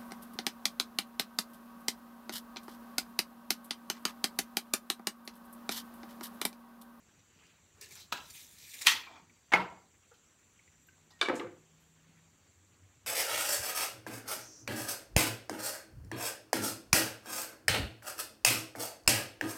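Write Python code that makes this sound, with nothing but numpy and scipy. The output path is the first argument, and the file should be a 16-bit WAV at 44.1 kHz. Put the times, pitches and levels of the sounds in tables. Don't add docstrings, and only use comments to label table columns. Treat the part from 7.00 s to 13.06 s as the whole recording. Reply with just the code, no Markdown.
import sys
import numpy as np
from scipy import signal
from scipy.fft import rfft, irfft, next_fast_len
from scipy.io import wavfile
from scipy.ndimage import uniform_filter1d, map_coordinates

SR = 44100
rng = np.random.default_rng(int(sys.argv[2]) if len(sys.argv) > 2 else 0)


def level_to_linear(level):
    exponent = np.asarray(level, float) / 20
    return 10 ** exponent


def int16_out(signal):
    q = np.round(np.clip(np.atleast_2d(signal).T, -1, 1) * 32767)
    wavfile.write(sys.argv[1], SR, q.astype(np.int16))


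N = 267290
TIME = np.arange(N) / SR


def unit(x):
    return x / np.sqrt(np.mean(x ** 2) + 1e-20)


def along(points, hz):
    f, value = np.transpose(points)
    return np.interp(np.log(hz + 1), np.log(f + 1), value)


def wobble(rate):
    knots = rng.standard_normal(int(N * rate / SR) + 4)
    return map_coordinates(knots, [np.arange(N) * rate / SR])


def swells(rows, rise, fall):
    levels = []
    for s, hold, db in rows:
        before = np.clip(s - TIME, 0, 9)
        after = np.clip(TIME - s - hold, 0, 9)
        levels.append(db - rise * before - fall * after)
    return level_to_linear(np.max(levels, axis=0))


def filtered(x, response):
    m = next_fast_len(len(x) + SR // 2)
    return irfft(rfft(x, m) * response(np.fft.rfftfreq(m, 1 / SR)), m)[:len(x)]


def coloured(points):
    return lambda f: level_to_linear(along(points, f))


def resonances(peaks):
    def response(f):
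        total = 0
        for k, (centre, width, db) in enumerate(peaks):
            resonator = 1j * f * width / (centre * centre - f * f + 1j * f * width)
            total = total + (-1) ** k * level_to_linear(db) * resonator
        return total
    return response


def steep(peaks):
    return lambda f: resonances(peaks)(f) ** 2


def causal(gain):
    cepstrum = irfft(np.log(gain + 1e-6))
    cepstrum[1:len(cepstrum) // 2] *= 2
    cepstrum[len(cepstrum) // 2 + 1:] = 0
    return np.exp(rfft(cepstrum))


def grit(spiky_db, patchy_db):
    grains = rng.standard_normal(N) * level_to_linear(spiky_db * wobble(1200))
    z = signal.stft(grains, nperseg=256)[2]
    patches = uniform_filter1d(uniform_filter1d(rng.standard_normal(z.shape), 4, 0), 10, 1)
    return signal.istft(z * level_to_linear(patchy_db * unit(patches)), nperseg=256)[1][:N]


def ticks(rows):
    out, t = np.zeros(N), np.arange(SR // 5) / SR
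    for s, db, hz, width_hz, t60 in rows:
        jolt = rng.standard_normal(len(t)) * level_to_linear(-60 * t / t60) * (1 - np.exp(-t / 0.0018))
        tick = filtered(jolt, steep([(hz, width_hz, 0)]))
        out[round(s * SR):][:len(t)] += level_to_linear(db) * tick / abs(tick).max()
    return out


# [f/Hz, t60/s]
GARAGE_DECAY = [(100, 0.57), (500, 0.42), (2000, .36), (5000, .3), (9000, 0.23), (15000, 0.33)]


def garage(x):
    hz, t, z = signal.stft(rng.standard_normal(SR // 2), SR, nperseg=256)
    lumps = uniform_filter1d(uniform_filter1d(rng.standard_normal(z.shape), 5, 0), 4, 1)
    decay_db = -60 * t / along(GARAGE_DECAY, hz)[:, None]
    tail = signal.istft(z * level_to_linear(3.2 * unit(lumps) + decay_db), SR, nperseg=256)[1]
    tail *= np.clip(np.arange(len(tail)) / SR / 0.004096, 0, 1)
    return signal.fftconvolve(x, tail / np.linalg.norm(tail))


def with_echo(x, room_db):
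    return x + level_to_linear(room_db) * garage(x)[:N]


def narrow(hz, width_hz):
    return unit(filtered(rng.standard_normal(N), steep([(hz, width_hz, 0)])))


def unsteady_tone(hz, drift_hz, rate):
    return np.sin(2 * np.pi * np.cumsum(hz + drift_hz * wobble(rate)) / SR)


# [f/Hz, level/dB per Hz]
AIR_COLOUR = [(12, -47), (20, -16.5), (58, -7), (86, -1.5), (134, -8.5), (168, -8.5), (312, -11.5),
              (664, -20), (1010, -18.5), (2340, -19.5), (4590, -25), (4990, -29.5), (7390, -15.5),
              (9250, -34.5), (16200, -35)]


def air():
    return level_to_linear(-67) * unit(filtered(grit(spiky_db=-0.5, patchy_db=1.87), coloured(AIR_COLOUR)))


# [f/Hz, width/Hz, level/dB]
CHORUS_BANDS = [(5870, 470, -4), (7480, 550, -2.5), (9400, 420, -10)]
# [t/s, hold/s, level/dB]
LONE_SONGS = [
    (.42, .03, -84),
    (2.25, 0.57, -85.5),
    (5.45, .02, -87),
]


def insects():
    chorus = unit(filtered(grit(spiky_db=1.5, patchy_db=3), steep(CHORUS_BANDS)))
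    shimmer_db = 1.2 * wobble(1.1) + .8 * wobble(28)
    singer = level_to_linear(-99) + swells(LONE_SONGS, rise=30, fall=130)
    return level_to_linear(-76 + shimmer_db) * chorus + singer * narrow(4650, 90)


# [t/s, hold/s, level/dB]
ENGINE_PASSES = [
    (1, .1, -83),
    (4.3, 0.18, -79.5),
    (5.45, .2, -78),
    (5.75, .1, -70.5),
    (5.95, .2, -65),
]
# [t/s, hold/s, level/dB]
ENGINE_REVS = [
    (3.75, .2, -75),
    (4.05, .12, -71),
    (4.58, .7, -66.5),
]


def engines():
    low = level_to_linear(-84) + swells(ENGINE_PASSES, rise=34, fall=60)
    upper = swells(ENGINE_REVS, rise=42, fall=95)
    low_note = 0.82 * narrow(94, 30) + 1.5 * unsteady_tone(93, 1.5, 3.6)
    upper_note = unsteady_tone(160, 0.93, 2.5) + .15 * narrow(150, 13)
    return low * low_note + upper * upper_note


def yard():
    return air() + insects() + engines()


# [f/Hz, level/dB per Hz]
CLOTH_COLOUR = [(88, -32), (150, -2), (535, -22), (578, -16.5), (2650, -15), (5610, -29), (7640, -38),
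                (15000, -37)]
# [t/s, hold/s, level/dB]
HAND_MOVES = [
    (.1, .1, -73.5),
    (.3, 0.017, -84),
    (.39, 0.11, -67.5),
    (.55, 0.036, -81),
    (4.8, 0.018, -74),
    (5.05, .14, -72.5),
]


def rustle():
    cloth = unit(filtered(grit(spiky_db=1.5, patchy_db=-4.5), coloured(CLOTH_COLOUR)))
    return swells(HAND_MOVES, rise=193, fall=133) * cloth


SCUFF_EVENT = 4.3542, .008, -50.5
# [f/Hz, level/dB per Hz]
SCUFF_COLOUR = [(2000, -23), (3000, -3.5), (4500, -2), (7700, 3), (10000, -6.5), (15700, -19.5)]


def scuff():
    hiss = unit(filtered(grit(spiky_db=2.5, patchy_db=1.5), coloured(SCUFF_COLOUR)))
    return swells([SCUFF_EVENT], rise=9000, fall=330) * hiss


SQUEAK_EVENT = 4.134, .042, -68


def squeak():
    sag_hz = 1000 * np.clip(TIME - SQUEAK_EVENT[0], 0, .1)
    level = swells([SQUEAK_EVENT], rise=700, fall=900) * level_to_linear(2.5 * wobble(150))
    return level * np.sin(2 * np.pi * np.cumsum(1890 - sag_hz) / SR)


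# [t/s, peak level/dB, f/Hz, width/Hz, t60/s]
HAND_TICKS = [(.92, -59.5, 147, 60, 0.11), (1.125, -50, 213, 80, 0.042), (.388, -58.5, 2700, 1500, 0.1),
              (.465, -57, 4970, 4000, 0.031), (2.116, -55.5, 200, 140, 0.029),
              (2.218, -58.5, 162.6, 79.5, 0.074), (2.296, -56.5, 2270, 418, 0.023),
              (3.111, -57, 474, 80.3, 0.045), (3.113, -56, 1370, 399, 0.12), (3.114, -60, 826, 200, 0.064),
              (3.139, -59, 3230, 2990, 0.17), (3.137, -70.5, 11700, 3016, 0.028),
              (3.53, -71, 11080, 1200, 0.05), (3.59, -53.5, 2160, 500, 0.04), (3.675, -56, 2150, 500, 0.03),
              (3.83, -69.5, 12600, 800, 0.042), (3.866, -61, 12240, 1000, 0.068),
              (3.868, -65.5, 14500, 2490, 0.053), (3.883, -54, 1550, 199.6, 0.033),
              (3.886, -56, 2400, 702, 0.032), (4.104, -54, 4270, 2500, 0.14), (4.104, -58, 894, 693, 0.15),
              (4.108, -71.5, 11950, 4000, 0.043), (4.8, -68.5, 11900, 4955, 0.54)]
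# [t/s, peak level/dB, f/Hz, width/Hz, t60/s]
BENCH_AND_PLANK_RINGS = [(2.549, -35, 2900, 500, .04), (2.572, -32, 1102, 299, .04),
                         (2.593, -28.5, 960, 130, 0.06), (2.6, -41.5, 3214, 2498, 0.13),
                         (2.618, -40, 740, 120, 0.041), (2.645, -46, 1030, 300, .06),
                         (2.67, -51, 954, 300, .06), (2.668, -46.5, 2080, 401, 0.077),
                         (2.695, -52, 960, 199, .1), (2.72, -47.5, 756, 300, 0.06),
                         (2.748, -57, 1200, 400, 0.066), (2.77, -52, 790, 399, .07),
                         (2.81, -60, 1200, 500, .08), (4.19, -55, 2500, 2996, 0.22),
                         (4.209, -49, 3390, 594, .03), (4.25, -50, 1640, 150, 0.05),
                         (4.353, -48, 5500, 4995, 0.03), (4.29, -57, 114, 40, .2),
                         (4.3959, -37, 2900, 1800, .02), (4.409, -38, 1206, 202, 0.11),
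                         (4.44, -55, 114, 29.8, 0.31), (4.466, -49, 1400, 298, .06),
                         (4.5, -64, 1090, 300, .06), (4.525, -55, 434, 250, 0.13)]


def hands():
    out = rustle() + scuff() + ticks(HAND_TICKS + BENCH_AND_PLANK_RINGS) + squeak()
    return with_echo(out, room_db=-8)


# [t/s, peak level/dB, f/Hz, width/Hz, t60/s]
LOOSE_KNOCKS = [(1.1215, -45, 4000, 5000, .03), (1.1245, -36, 13800, 4000, .012),
                (1.136, -51.5, 13500, 4000, .012), (1.811, -43.5, 2070, 600, .012),
                (1.811, -48, 6200, 900, .02), (1.8165, -41, 2070, 600, .012),
                (1.8165, -46, 6500, 2500, .012), (1.8165, -45, 15200, 900, .025),
                (1.821, -42, 2100, 600, .015), (1.825, -41.5, 3950, 600, .012),
                (1.829, -41, 3950, 600, .012), (1.85, -48, 9000, 9000, .01), (1.8635, -34, 9400, 1200, .01),
                (1.869, -24.5, 11500, 1500, 0.0048), (1.91, -38, 11800, 800, .012),
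                (2.522, -42, 5900, 900, .02), (2.542, -43, 6794, 900, .012), (2.543, -39, 4600, 900, 0.069),
                (2.555, -29.5, 2200, 500, .05), (2.527, -33, 1500, 400, 0.044),
                (4.2255, -31, 2400, 1500, .02), (4.233, -40, 2500, 2200, 0.013),
                (4.285, -36, 3000, 3000, .015), (4.295, -27.5, 1380, 500, 0.034),
                (4.306, -52, 3620, 300, .03), (4.396, -50, 4050, 400, .02), (4.396, -38, 2000, 300, 0.018),
                (4.344, -53, 7000, 6000, .02), (2.56, -42, 347, 200, .2), (1.33, -53, 8900, 400, .2),
                (1.38, -58, 8900, 400, .2), (2.545, -51.5, 12010, 6000, .08), (2.02, -48.5, 2400, 120, .2)]


def rattle():
    return with_echo(ticks(LOOSE_KNOCKS), room_db=-8)


def struck(contacts, thing, ring_db, room_db):
    colour, modes = thing
    out = np.zeros(N + 2 * SR)
    t, hz = np.arange(8192) / SR, np.fft.rfftfreq(8192, 1 / SR)
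    for s, db, t60, tilt_db, spot_hz in contacts:
        lean_db = lambda f: tilt_db * np.log2((f + 50) / 2000)
        chatter = rfft(rng.standard_normal(len(t)) * level_to_linear(-60 * t / t60) * (1 - np.exp(-t / 0.00059)))
        even = np.sqrt(uniform_filter1d(abs(chatter) ** 2, size=90))
        crack = irfft(chatter * causal(level_to_linear(along(colour, hz) + lean_db(hz)) / even))
        ring = np.zeros(len(t))
        for f, level, life in modes:
            mode_db = level + lean_db(f) + rng.normal(0, 2.3) - 60 * t / life
            ring += level_to_linear(mode_db) * np.sin(2 * np.pi * f * t)
        ring *= 1 - np.exp(-t / 0.00058)
        hit = crack / abs(crack).max() + level_to_linear(ring_db) * ring / len(modes) ** .5
        spot = level_to_linear(9.34 * np.exp(-(np.log((hz + 1) / spot_hz) / 0.093) ** 2))
        direct = irfft(rfft(hit) * causal(spot))
        heard = level_to_linear(room_db) * garage(hit)
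        heard[:len(t)] += level_to_linear(-2.0) * direct
        out[round(s * SR):][:len(heard)] += level_to_linear(db) * heard
    return out[:N]


# [t/s, peak level/dB, chatter t60/s, brightness/dB per octave, favoured f/Hz]
PLANK_CONTACTS = [
    (4.281, -29, 0.039, 0.5, 1200),
    (4.2855, -20, 0.0061, 1.5, 1700),
    (4.294, -24.5, 0.02, 1.25, 870),
    (4.299, -23.5, 0.012, 0.5, 1310),
    (4.315, -32.5, 0.031, -2.5, 515),
    (4.329, -25.5, 0.0089, -6, 690),
    (4.396, -28, 0.0074, 2.5, 2730),
    (4.402, -30.5, 0.016, 1, 1160),
    (4.445, -34.5, 0.013, -3.5, 497),
    (4.577, -70, 0.036, 4, 534),
]
# [f/Hz, level/dB, t60/s]
PLANK_BODY = [(47, -54), (80, -33), (371, 0), (441, -9), (515, 1), (641, -15), (890, -10), (971, -14),
              (1720, -16), (1870, -17.5), (2280, -17.5), (3240, -30), (15000, -71.5)], [(256, -10, 0.17),
              (316, 3.5, 0.13), (420, -6, 0.36), (519, -1, 0.096), (702, 3, 0.15), (960, -4, 0.12),
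              (1300, -2, 0.14)]


def plank_thud():
    return struck(PLANK_CONTACTS, PLANK_BODY, ring_db=-20.5, room_db=-2.5)


# [t/s, peak level/dB, chatter t60/s, brightness/dB per octave, favoured f/Hz]
SQUARE_CONTACTS = [
    (4.2128, -16.5, 0.019, 0.28, 3544),
    (4.2132, -19.5, 0.011, -0.4, 1650),
    (4.226, -23, 0.026, -1, 1400),
    (4.232, -28, 0.0053, -1, 594),
    (4.247, -32, 0.01, -1, 1000),
    (4.258, -29.5, 0.029, -1.2, 2220),
    (4.285, -35, 0.0059, 1, 2300),
]
# [f/Hz, level/dB, t60/s]
SQUARE_BODY = [(150, -34.5), (381, 4), (502, -7), (836, -10.5), (1170, 1), (1420, -7), (1650, 3.5),
               (1910, -14.5), (2320, -10), (3940, -6), (5000, -15), (9000, -20.5), (11500, -36),
               (16000, -51)], [(694, -13, 0.22), (1124, 1, 0.035), (1650, 5.5, 0.026), (2300, 4.5, 0.061),
               (2900, -2.5, 0.05), (3574, 2.5, 0.033), (4050, -5.5, 0.04), (4670, -11, 0.06)]


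def square_slap():
    return struck(SQUARE_CONTACTS, SQUARE_BODY, ring_db=-4.5, room_db=-6.5)


# [t/s, peak level/dB, chatter t60/s, brightness/dB per octave, favoured f/Hz]
BENCH_CONTACTS = [
    (2.505, -54.5, 0.0298, 4.5, 694),
    (2.519, -26, 0.076, 1, 1891),
    (2.5235, -20, 0.035, 0, 1550),
    (2.5352, -9.5, 0.022, 1, 2130),
    (2.539, -16, 0.017, -2, 711),
    (2.546, -20, .012, 1.5, 1504),
    (2.557, -23, 0.011, 0.6, 2050),
    (2.57, -27.5, 0.026, 1.5, 1270),
    (2.594, -28.5, 0.014, -5, 960),
    (2.62, -37.5, 0.018, -3, 1150),
]
# [f/Hz, level/dB, t60/s]
BENCH_TOP_BODY = ([(75, -44.5), (126, -9.5), (160, -16.5), (195, -11), (290, -12), (494, -8), (566, -10),
                   (711, -1.5), (1200, -8), (2120, -8), (2660, -13), (3260, -17), (4480, -25),
                   (16000, -53)], [(132, -24, 0.081), (184, -6.5, 0.18), (482.4, 0, 0.12),
                   (690, 2.5, 0.067), (960, -1.5, 0.049), (1354, -4, 0.33), (1524, -4.5, 0.17),
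                   (2173, 1, 0.11), (2900, -2, 0.058)])


def case_on_bench():
    return struck(BENCH_CONTACTS, BENCH_TOP_BODY, ring_db=-13, room_db=-6)


# [t/s, peak level/dB, chatter t60/s, brightness/dB per octave, favoured f/Hz]
HOOK_CONTACTS = [
    (1.1205, -35, .04, 1, 3500),
    (1.1247, -18.5, 0.0052, -1.5, 1224),
    (1.128, -28, .03, 1, 2500),
    (1.136, -38.5, .02, 2, 2540),
    (1.172, -42, 0.06, 0.5, 2680),
]
# [f/Hz, level/dB, t60/s]
HOOK_BODY = [(59, -30.5), (100, -22.5), (461, -16), (1360, -3), (1680, -7), (2080, -12), (2690, -4.5),
             (7610, -14), (9210, -24), (16000, -26.5)], [(1000, 5.5, 0.026), (1300, 4, 0.052),
             (1620, 1, 0.074), (2596, 4, 0.049), (3950, 10, 0.023)]


def unhook():
    return struck(HOOK_CONTACTS, HOOK_BODY, ring_db=-11.5, room_db=-5)


# [t/s, peak level/dB, chatter t60/s, brightness/dB per octave, favoured f/Hz]
CASE_CONTACTS = [
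    (1.35, -48.5, .01, -0.96, 2600),
    (1.816, -45.5, .02, 0.9, 3900),
    (1.85, -38, 0.017, -0.87, 2500),
    (1.8635, -24, 0.014, 0.82, 4000),
    (1.8672, -10, 0.02, 1, 2300),
    (1.8698, -1.5, 0.0096, -0.63, 2400),
    (1.875, -12.5, .03, -0.23, 1880),
    (1.8815, -12.5, 0.014, -.5, 2900),
    (1.897, -22, 0.017, .5, 3450),
    (1.912, -24, 0.013, -0.35, 4180),
]
# [f/Hz, level/dB, t60/s]
CASE_BODY = [(24, -66), (40, -30.5), (97, -40.5), (300, -23.5), (417, -29.5), (640, -29.5), (910, -10),
             (1510, -11.5), (1880, -2), (2140, -9), (2410, -4), (2750, -6), (3300, -1.5), (3800, -7.5),
             (4230, -6.5), (12200, -20.5), (15300, -25.5), (16500, -38.5)], [(1891, -3.5, 0.21),
             (2400, -6.5, .15), (2990, -6, 0.098), (3360, -3.5, 0.17), (4238, 0, .08), (5560, -3.5, 0.083),
             (6100, 2.5, 0.087)]


def hook_snap():
    return struck(CASE_CONTACTS, CASE_BODY, ring_db=-19.5, room_db=-4)


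# [t/s, hold/s, level/dB]
SPRING_SHUDDERS = [
    (2.072, 0.042, -58.5),
    (2.14, 0.043, -58),
    (2.205, .015, -71.5),
]
# [f/Hz, width/Hz, level/dB]
SPRING_BODY = [(250, 160, -1.5), (888, 490, 2.5), (1430, 1400, -1.5), (2370, 280, -1), (3310, 490, -6.5),
               (6000, 2500, -9)]


def spring_settles():
    shiver = level_to_linear(1.5 * wobble(55)) * grit(spiky_db=2, patchy_db=1.8)
    return swells(SPRING_SHUDDERS, rise=700, fall=500) * unit(filtered(shiver, steep(SPRING_BODY)))


# [f/Hz, width/Hz, level/dB]
BLADE_BODY = [(3080, 460, -4), (3629, 2000, 0.5), (4710, 1200, 5), (5700, 1100, 4), (7030, 1200, 3.5),
              (9000, 840, -2.5)]
# [f/Hz, level/dB per Hz]
FIZZ_COLOUR = [(5290, -26), (9000, -2), (10400, -8), (12200, -2.5), (14200, -6.5), (15700, -7)]


def blade_friction():
    grains = grit(spiky_db=3, patchy_db=2) * level_to_linear(0.06 * wobble(200))
    bend = 1 / (1 + np.exp(-2 * wobble(16)))
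    straight = filtered(grains, resonances(BLADE_BODY))
    bent = filtered(grains, lambda f: resonances(BLADE_BODY)(f / .87))
    scrape = unit((1 - bend) * straight + bend * bent)
    fizz = unit(filtered(grit(spiky_db=3, patchy_db=1), coloured(FIZZ_COLOUR)))
    rub_body = resonances([(377, 200, -3), (1200, 1200, -2)])
    rub = unit(filtered(grit(spiky_db=1, patchy_db=1.36), rub_body))
    hum_body = resonances([(1700, 230, -3), (2400, 420, 4)])
    hum = unit(filtered(grit(spiky_db=0.5, patchy_db=2.5), hum_body))
    return bend, scrape, fizz, rub, hum


# [t/s, hold/s, level/dB]
DRAG_JERKS = [
    (0.813, 0.032, -55),
    (.888, 0.012, -63.5),
    (0.908, 0.006, -56.5),
    (0.922, .012, -55.5),
    (0.954, 0.03, -54.5),
    (0.993, 0.011, -54.5),
    (1.01, 0.0098, -62.5),
]
DRAG_MIX = -4.5, -14.5, -8
# [t/s, level/dB]
TEAR_CLICKS = [
    (.812, -51.5),
    (.888, -62.5),
    (.909, -62.5),
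    (.922, -59),
    (.953, -55.5),
    (1.0, -66.5),
]
# [t/s, hold/s, level/dB]
CASE_NUDGES = [
    (.78, 0.027, -68),
    (1.105, 0.0075, -72.5),
]


def drag_off_plank(scrape, fizz, rub, hum):
    fizz_db, rub_db, hum_db = DRAG_MIX
    grip = 4000
    drag = swells(DRAG_JERKS, rise=grip, fall=323)
    starts = [(s, 0, db) for s, hold, db in DRAG_JERKS]
    fresh = np.minimum(drag, swells(starts, rise=grip, fall=207.5))
    out = drag * (scrape + level_to_linear(rub_db) * rub + level_to_linear(hum_db) * hum)
    out += fresh * level_to_linear(fizz_db) * fizz
    clicks = [(s, 0, db) for s, db in TEAR_CLICKS]
    out += swells(clicks, rise=20000, fall=2500) * (fizz + 0.56 * scrape)
    return out + swells(CASE_NUDGES, rise=280, fall=720) * rub


# [t/s, level/dB]
WIND_SPEED = [(1.16, -69.5), (1.24, -63), (1.33, -59), (1.354, -53), (1.425, -55.5), (1.47, -61),
              (1.555, -62.5), (1.635, -58), (1.8, -53), (1.845, -51), (1.89, -39)]
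# [t/s, level/dB, thump beside it/dB]
BLADE_WHIPS = [
    (1.305, -52, -31),
    (1.585, -56.5, -36),
    (1.742, -45.5, -27.5),
    (1.818, -42.5, -12),
    (1.85, -48, -14),
    (1.862, -38, -7.5),
]
WIND_MIX = -2.5, -28.5, -14


def wind_in(bend, scrape, fizz, rub, hum):
    fizz_db, rub_db, hum_db = WIND_MIX
    s, speed_db = np.transpose(WIND_SPEED)
    surge_db = -0.33 * np.log(bend + .1)
    speed = level_to_linear(np.interp(TIME, s, speed_db) + surge_db)
    lash = swells([(s, 0, db) for s, db, thump_db in BLADE_WHIPS], rise=1100, fall=500)
    thump = swells([(s, 0, db + thump_db) for s, db, thump_db in BLADE_WHIPS], rise=1100, fall=500)
    wind = np.maximum(speed, lash)
    start, end = WIND_SPEED[0][0], WIND_SPEED[-1][0]
    filling_db = 13 * np.clip(TIME - start, 0, 1)
    running = np.clip(np.minimum(TIME - start, end - TIME) / 0.023, 0, 1)
    hiss = scrape + level_to_linear(fizz_db) * fizz + level_to_linear(hum_db + filling_db) * hum
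    return running * (wind * hiss + (level_to_linear(rub_db) * speed + thump) * rub)


# [t/s, peak level/dB, f/Hz, width/Hz, t60/s]
BLADE_PINGS = [(.814, -55.5, 1760, 200, 0.25), (.815, -53, 2730, 500, 0.26), (.817, -67, 3960, 250, .06),
               (.826, -49, 8000, 500, 0.093), (.909, -51.5, 2280, 260, 0.18), (.92, -60, 6630, 395, .08),
               (.81, -57.5, 418, 204, 0.28), (.9, -62.5, 370, 204, 0.23), (1.2, -55, 90, 60, .15),
               (.955, -55.5, 1520, 600, 0.14), (.975, -60, 2100, 500, .1), (1.01, -51, 4170, 700, 0.13),
               (1.295, -49.5, 4470, 700, 0.058), (1.352, -50, 2400, 600, .15),
               (1.41, -51, 3870, 400, 0.095), (1.625, -54.5, 3600, 604, .08), (1.64, -53, 2400, 497.7, .2),
               (1.712, -50.5, 3600, 250, .1), (1.745, -50, 2400, 390, .1), (1.815, -46, 3850, 402, .05),
               (1.83, -46.5, 2170, 500, .08)]
# [t/s, peak level/dB, f/Hz, width/Hz, t60/s]
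COIL_PINGS = [(1.869, -53.5, 90, 150, .04), (1.949, -55, 490, 200, 0.11), (2.003, -61, 447, 250, .1),
              (2.068, -49, 1040, 200.6, .08), (2.07, -48, 2350, 250, .07), (2.085, -53.5, 698, 119, 0.15),
              (2.1, -60, 1044, 149.7, .1), (2.115, -59, 2345, 119.5, 0.066), (2.132, -57, 3250, 298.4, .05),
              (2.135, -57.5, 845, 149, .1), (2.155, -55.5, 2372, 120, .06), (2.16, -55.5, 842, 149, .1),
              (2.165, -57, 1330, 149.8, .08), (2.172, -58.5, 2400, 199.4, .04),
              (2.195, -62, 900.6, 400, .06)]


def tape():
    bend, scrape, fizz, rub, hum = blade_friction()
    out = drag_off_plank(scrape, fizz, rub, hum)
    out += wind_in(bend, scrape, fizz, rub, hum)
    out += spring_settles()
    out += ticks(BLADE_PINGS + COIL_PINGS)
    return with_echo(out, room_db=-6.5)


def scene():
    background = yard() + hands() + rattle()
    hits = plank_thud() + square_slap() + case_on_bench() + unhook() + hook_snap()
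    return (background + hits + tape())[None]


def top_cut(x):
    return signal.sosfilt(signal.butter(12, 16990, fs=SR, output="sos"), x)


def record(dry):
    top_hz = 15750
    low_cut = lambda hz: (1j * hz / (34 + 1j * hz)) ** 2
    kept = filtered(dry[0], lambda hz: low_cut(hz) * (hz < top_hz))
    top = filtered(dry[0], lambda hz: (hz >= top_hz) * (hz < 16800))
    power = uniform_filter1d(dry[0] ** 2, size=128)
    jump = power > 100 * np.roll(power, 400)
    attack = uniform_filter1d(1. * jump, size=256)
    return top_cut((kept + attack * top)[None])


dry = scene()
out = record(dry)
int16_out(out)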